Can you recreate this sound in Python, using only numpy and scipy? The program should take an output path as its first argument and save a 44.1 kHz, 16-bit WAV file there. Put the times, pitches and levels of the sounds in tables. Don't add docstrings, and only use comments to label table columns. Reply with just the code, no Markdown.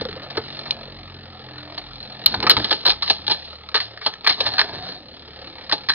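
import sys
import numpy as np
from scipy import signal
from scipy.fft import rfft, irfft, next_fast_len
from scipy.io import wavfile
from scipy.ndimage import uniform_filter1d, map_coordinates

SR = 44100
rng = np.random.default_rng(int(sys.argv[2]) if len(sys.argv) > 2 else 0)


def transcribe(signal):
    frames = np.atleast_2d(signal).T
    limited = np.clip(frames, -1, 1)
    pcm = np.round(limited * 32767).astype(np.int16)
    wavfile.write(sys.argv[1], SR, pcm)


N = 261950
TIME_S = np.arange(N) / SR

# start_s, ring_thud_db, clack_db, spot_hz (pitch the spot favours), rattle_decay_ms
IMPACTS = [(0.0097, -10, -4, 477, 7.7), (0.0516, -13.5, -7.5, 525, 2.1), (0.0868, -16.5, -11.5, 418, 4.2),
           (0.1279, -21.5, -14.5, 1300, 1), (0.1615, -18, -14.5, 482, 5.5), (0.223, -23, -10, 950, 20),
           (0.301, -16, -8, 1050, 9.7), (0.353, -17, -20, 514, 3.9), (0.3704, -21.5, -3, 615, 2),
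           (0.375, -2.5, -3.5, 410, 4.1), (0.4489, -37, -16.5, 509, 7), (0.6545, -13.5, -10, 1050, 21),
           (0.7082, -39, 7, 2200, 1.2), (1.7776, -15.5, -2.5, 1020, 6), (2.2606, -8.5, 17, 1980, 2.17),
           (2.3409, -3.5, 2, 900, 5.9), (2.4021, -13.5, -3, 1300, 2.6), (2.4264, -3, 3, 1000, 5.4),
           (2.4666, 1.5, 6.5, 1240, 5.9), (2.4961, 0.5, 14, 2020, 2.34), (2.5021, -9, 13, 1236, 5.1),
           (2.512, -9.5, 10.5, 1300, 6), (2.5102, -6, 7, 1200, 1.5), (2.526, -16.5, -26, 304, 6.3),
           (2.5666, 0.5, 7.5, 876, 6.2), (2.5974, -10, -6.5, 374, 4.1), (2.6438, -10.5, 4.5, 885, 6),
           (2.7086, 1.5, 9.5, 880, 7.9), (2.7264, -12, 6, 880, 4.5), (2.8067, -37, -12.5, 475, 5.9),
           (2.8515, -3, 8.5, 1000, 14), (2.8634, -16, 5, 880, 3.6), (2.8746, -3, 6, 812, 9.3),
           (2.883, -16.5, -3, 412, 2.1), (2.894, -21.5, 5.5, 1200, 6.5), (2.9018, -16, 7.5, 1640, 6.3),
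           (2.9193, -18, -8, 850, 2.9), (3.022, -9.5, 5.5, 1230, 10.8), (3.0774, -17, -1.5, 1520, 2.1),
           (3.084, -30, -10, 1000, 3.5), (3.0993, -1.5, 14, 708, 6.6), (3.2666, -34, -1.5, 2260, 4.3),
           (3.2796, -9.5, 4.5, 565, 2.7), (3.2971, -6.5, 5, 880, 10), (3.3107, -10, 7.5, 900, 10.8),
           (3.688, -22, -11, 1290, 3.4), (3.7433, 1, 9.5, 1137, 9.2), (3.7536, -6.5, 4, 1050, 6.9),
           (3.7684, -11, .6, 1600, 6.7), (3.801, -12, -1.5, 1580, 4.4), (3.8035, -23, -4, 740, 35),
           (3.9737, -21.5, -16, 1740, 4.6), (4.0118, -17.5, -9, 2190, 16), (4.0609, -2, 8, 873, 8.5),
           (4.1381, -24.5, -7, 1770, 1.2), (4.2447, -11.5, -2, 1200, 6.4), (4.2646, -2.5, 0.5, 1830, 4.4),
           (4.2725, 2.5, 13.5, 1570, 5.1), (4.292, -6, 10.5, 1600, 12), (4.3046, -5.5, -14, 730, 2.8),
           (4.321, -40, -4, 2240, 18), (4.4044, -7, 8.5, 498, 5.9), (4.454, -6.5, -1.5, 1000, 15.7),
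           (4.4639, -8, 4, 1100, 7.5), (4.5807, -4, 4, 1530, 8.6), (4.591, -1, 11.5, 1720, 7.9),
           (4.6138, -4, 6.5, 1660, 2.66), (4.8873, -20, -11, 550, 1.6), (5.695, -13.5, -4, 2380, 4.2),
           (5.713, -8.5, -1.5, 1490, 4.9), (5.7232, -2, 10, 905, 7.5), (5.887, -7.5, 3, 1120, 3.2),
           (5.8944, -3, 8, 1740, 6.2), (5.914, -18.5, -4.5, 1550, 10.4), (5.9344, -22, -9, 1910, 5.5)]


def arena(tip_force):
    # pitch_hz, t60_s, relative_db
    ring_modes = [(1294, 0.019, 17.5), (1447, 0.025, 14), (1800, 0.013, 14.5), (1620, .03, 9),
                  (2240, .02, 4.5), (2550, 0.022, 2)]
    thud_modes = [(306.4, 0.053, -4), (433, 0.065, -0.5), (512.7, .06, 2), (640, 0.011, 6), (741.6, 0.1, 4),
                  (850.3, 0.043, -0.5), (1053, 0.055, -17.5)]
    clack_modes = [(3055, 0.024, -29), (3413, 0.0065, -5), (4103, 0.011, 3.5), (4100, 0.078, 3.5),
                   (4290, 0.0089, 17), (4710, 0.055, -8.5), (5035, 0.009, 13.5)]
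    # low_hz, high_hz, gain_db
    cracks = [(1195, 4260, 11), (363, 1100, -26.5), (3383, 7940, 7)]
    pulses = blow_pulses()
    blow_gains = undb(blow_levels_db())
    spot_hz = np.array(IMPACTS)[:, [3]]
    rubs = tip_force + skids()
    rubs[0] *= undb(-2)
    out = np.zeros(N)
    for family, modes in enumerate((ring_modes, thud_modes, clack_modes)):
        hz, t60_s, mode_db = np.transpose(modes)
        near_spot = np.exp(-(np.log(hz / spot_hz) / 0.081) ** 2)
        scatter_db = 2 * rng.standard_normal(near_spot.shape)
        blow_share = unit_energy(undb(mode_db + 16.4 * near_spot + scatter_db))
        rub_share = unit_energy(undb(mode_db))
        for k in range(len(modes)):
            force = rub_share[k] * contact_drift(spread_db=3.0) * rubs[family]
            add_pulses(force, pulses, blow_gains[family] * blow_share[:, k])
            out += (-1) ** k * resonate(force, hz[k], t60_s[k])
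        low_hz, high_hz, crack_db = cracks[family]
        force = undb(-2.5) * rubs[family]
        add_pulses(force, pulses, blow_gains[family])
        out += (-1) ** family * undb(crack_db) * bandpass(force, low_hz, high_hz)
    return signal.sosfilt(signal.butter(3, 250.0, "highpass", fs=SR, output="sos"), out)


def blow_pulses():
    rattle, pulses = grit(spread_db=0.45), []
    for start_s, *_, decay_ms in IMPACTS:
        start = int(start_s * SR)
        ms = 1000 * np.arange(min(SR // 6, N - start)) / SR
        rise = 1 - np.exp(-ms / (0.18 * decay_ms))
        afterbuzz = undb(-26) * np.exp(-ms / (5.1 * decay_ms))
        pulse = rise * (np.exp(-ms / decay_ms) + afterbuzz) * rattle[start:start + len(ms)]
        pulse[0] = 2.2
        pulses.append((start, unit_energy(pulse)))
    return pulses


def blow_levels_db():
    _, low_db, clack_db, spot_hz, _ = np.transpose(IMPACTS)
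    crossover_hz, blend_octaves = 1057, 0.27
    wall = (1 + np.tanh(np.log2(spot_hz / crossover_hz) / blend_octaves)) / 2
    return low_db - 8.5 * (1 - wall), low_db - 17 * wall, clack_db


def skids():
    # start_s, hold_s, clack_db, ring_thud_db
    slides = [(2.298, 0.026, -34, -52), (2.434, 0.058, -51, -40.5), (2.526, 0.23, -33.5, -53.5),
              (3.086, 0.023, -30, -50), (3.364, 0.16, -43.5, -70), (4.058, 0.021, -39, -58.5),
              (4.409, 0.08, -32, -45), (4.569, 0.35, -39, -50)]
    attack_s, release_db_per_s = 0.055, 178
    friction = grit(spread_db=5.0) * undb(1.65 * walk(rate_hz=47.0))
    gains = np.zeros((3, N))
    for start_s, hold_s, clack_db, low_db in slides:
        attack = np.clip((TIME_S - start_s) / attack_s + 1, 0, 1)
        release = undb(-release_db_per_s * np.maximum(TIME_S - start_s - hold_s, 0))
        gains += attack * release * undb([[low_db], [low_db], [clack_db]])
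    return gains * friction


def spinning_tip(turns):
    # time_s, clack_db, ring_thud_db
    scrape_levels = [(0.0, -47.5, -52.5), (0.3, -51, -52.5), (0.52, -40.5, -51.5), (0.85, -48, -55.5),
                     (1.14, -49.5, -58), (1.5, -48, -54.5), (1.93, -45.5, -58), (2.15, -49, -57),
                     (2.26, -45.5, -54.5), (4.97, -55, -62.5), (5.19, -47.5, -58), (5.54, -46, -54),
                     (5.82, -44.5, -56), (5.94, -48, -63)]
    load = undb(rng.uniform(-1, 5.7, int(turns[-1]) + 2))[turns.astype(int)]
    throb = 0.36 + load * np.exp(-(turns % 1) / 0.36)
    tick = 0.85 * load * np.diff(np.floor(turns), prepend=0)
    clack_gain, low_gain = undb(curves(scrape_levels))
    return np.array([gain * unit_rms(throb * grit(spread_db=2.5) + tick)
                     for gain in (low_gain, low_gain, clack_gain)])


def unbalance_hum(turns):
    steady_db = {1: -62, 2: -56.5, 3: -57.5, 5: -60.5, 7: -67.5}
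    swells = {1: [(.05, 0.25, -47), (.96, 0.39, -47.5), (1.92, 0.21, -45.5)], 2: [(.12, 0.26, -48.5),
              (.45, 0.19, -51), (1.15, 0.46, -43.5), (1.65, 0.26, -51), (3.15, 0.49, -50.5),
              (3.59, 0.36, -50), (4.48, 0.21, -51.5), (5.33, 0.34, -56)], 3: [(.5, 0.86, -47),
              (1.2, 0.66, -50.5), (1.57, 0.27, -45.5), (1.95, 0.27, -47), (2.17, 0.21, -50),
              (2.41, 0.18, -46), (3.29, 0.068, -49.5), (3.87, 0.2, -48.5), (4.48, 0.081, -40)],
              5: [(.6, 0.99, -51.5), (1.3, 0.45, -56.5), (2.2, 0.5, -55.5), (4.85, 0.24, -49.5)],
              7: [(1.01, 0.22, -58), (1.63, 0.36, -45.5), (2.4, .3, -44), (4.6, 0.6, -48.5)]}
    hum = np.zeros(N)
    for harmonic, base_db in steady_db.items():
        level = undb(base_db) + sum(undb(db) * np.exp(-(2 * (TIME_S - centre_s) / width_s) ** 2)
                                    for centre_s, width_s, db in swells[harmonic])
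        flutter = undb(0.24 * walk(rate_hz=7.1))
        hum += level * flutter * np.sin(2 * np.pi * (harmonic * turns + rng.random()))
    return hum


def floor_rumble():
    # time_s, level_db
    rolling = [(0.0, -38.5), (.2, -47.5), (1.0, -48.5), (1.57, -54.5), (2.2, -48.5), (2.4, -33.5),
               (2.62, -43), (2.8, -51.5), (3.3, -50.5), (3.95, -66), (4.3, -56.5), (4.78, -42.5),
               (5.0, -51.5), (5.94, -51)]
    shake_db, shake_t60_s = -40, 0.19
    _, thud_db, _ = blow_levels_db()
    kicks = np.zeros(N)
    kicks[(np.array(IMPACTS)[:, 0] * SR).astype(int)] = undb(thud_db + shake_db)
    shake = signal.lfilter([1], [1, -decay(1 / SR, shake_t60_s)], kicks)
    return (undb(curves(rolling)[0]) + shake) * bandpass(rng.standard_normal(N), 60.0, 279.0)


def floor_bumps():
    # start_s, pitch_hz, level_db
    bumps = [(2.255, 45, -38.5), (2.566, 112.7, -27), (2.571, 62, -30.5), (2.576, 215, -33.5),
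             (2.9, 47.4, -36), (4.6, 40.6, -49.5)]
    out = np.zeros(N)
    for start_s, hz, db in bumps:
        age_s = np.maximum(TIME_S - start_s, 0)
        out += undb(db) * decay(age_s, t60_s=0.35) * np.sin(2 * np.pi * hz * age_s)
    return out


def wall_echo(x):
    echo_db, mean_ms, swing_ms, lap_s, farthest_s = -15, 0.9, 0.31, 1.3, 0.709
    lag_ms = mean_ms + swing_ms * np.cos(2 * np.pi * (TIME_S - farthest_s) / lap_s)
    return x + undb(echo_db) * map_coordinates(x, [(TIME_S - lag_ms / 1000) * SR], mode="constant")


def shell_tail(x):
    t = TIME_S[:SR // 2]
    response = rng.standard_normal(len(t)) * decay(t, t60_s=0.15) * (t > 0.004)
    return signal.fftconvolve(x, undb(-15) * unit_energy(response))[:N]


def room_noise():
    # frequency_hz, relative_density_db
    spectrum = [(15, -59), (25, -39), (65, -7), (342, -1.5), (437, -26.5), (764, 4), (977, -47.5),
                (1170, -0.5), (5220, -49.5), (6790, -63.5), (11500, -120)]
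    hz, db = np.transpose(spectrum)
    bins_hz = np.maximum(np.arange(N // 2 + 1) * SR / N, 1)
    shape = undb(np.interp(np.log(bins_hz), np.log(hz), db))
    return undb(-63.5) * unit_rms(irfft(rfft(rng.standard_normal(N)) * shape, N))


def grit(spread_db):
    return unit_rms(rng.standard_normal(N) * undb(spread_db * np.minimum(rng.exponential(size=N), 6.0)))


def contact_drift(spread_db):
    steps = uniform_filter1d(rng.standard_normal(N // 1024 + 1), size=5)
    return undb(spread_db * unit_rms(np.repeat(steps, 1024)[:N]))


def walk(rate_hz):
    width = int(SR / rate_hz)
    return unit_rms(uniform_filter1d(uniform_filter1d(rng.standard_normal(N), width), width))


def resonate(force, hz, t60_s):
    r, w = decay(1 / SR, t60_s), 2 * np.pi * hz / SR
    gain = np.sqrt((1 - r * r) / (2 * np.sin(w)))
    return signal.lfilter([gain, 0, -gain], [1, -2 * r * np.cos(w), r * r], force)


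def bandpass(x, low_hz, high_hz):
    sos = signal.butter(2, [low_hz, high_hz], "bandpass", fs=SR, output="sos")
    return signal.sosfilt(sos, x) * np.sqrt(SR / 2 / (high_hz - low_hz))


def add_pulses(force, pulses, gains):
    for (start, pulse), gain in zip(pulses, gains):
        force[start:start + len(pulse)] += gain * pulse


def curves(table):
    times_s, *columns = np.transpose(table)
    return np.array([np.interp(TIME_S, times_s, column) for column in columns])


def decay(age_s, t60_s):
    return np.exp(-np.log(1000) * age_s / t60_s)


def undb(db):
    return 10 ** (np.asarray(db) / 20)


def unit_rms(x):
    return x / np.sqrt(np.mean(x ** 2))


def unit_energy(x):
    return x / np.sqrt(np.sum(x ** 2, axis=-1, keepdims=True))


def scene():
    # time_s, turns_so_far
    rotation = [(0, 0), (.743, 34), (1.231, 56), (1.463, 66), (2.262, 100), (3.422, 145), (3.661, 154),
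                (5.111, 207), (5.665, 227), (5.95, 237)]
    turns = curves(rotation)[0]
    tip_force = spinning_tip(turns)
    floor = unbalance_hum(turns) + floor_rumble() + floor_bumps()
    shell = wall_echo(arena(tip_force))
    right = shell + shell_tail(shell) + floor + room_noise()
    port_lag_s, size = 83e-6, next_fast_len(N + 64)
    bins_hz = np.arange(size // 2 + 1) * SR / size
    left = irfft(rfft(right, size) * np.exp(-2j * np.pi * bins_hz * port_lag_s), size)[:N]
    return np.array([left, right])


def record(dry):
    rolloff_hz, stopband_hz = 5100.0, 7128.0
    soft = signal.sosfilt(signal.butter(4, rolloff_hz, fs=SR, output="sos"), dry)
    cut = signal.sosfilt(signal.cheby2(6, 50, stopband_hz, fs=SR, output="sos"), soft)
    return np.clip(cut, -1, 1)


dry = scene()
out = record(dry)
transcribe(out)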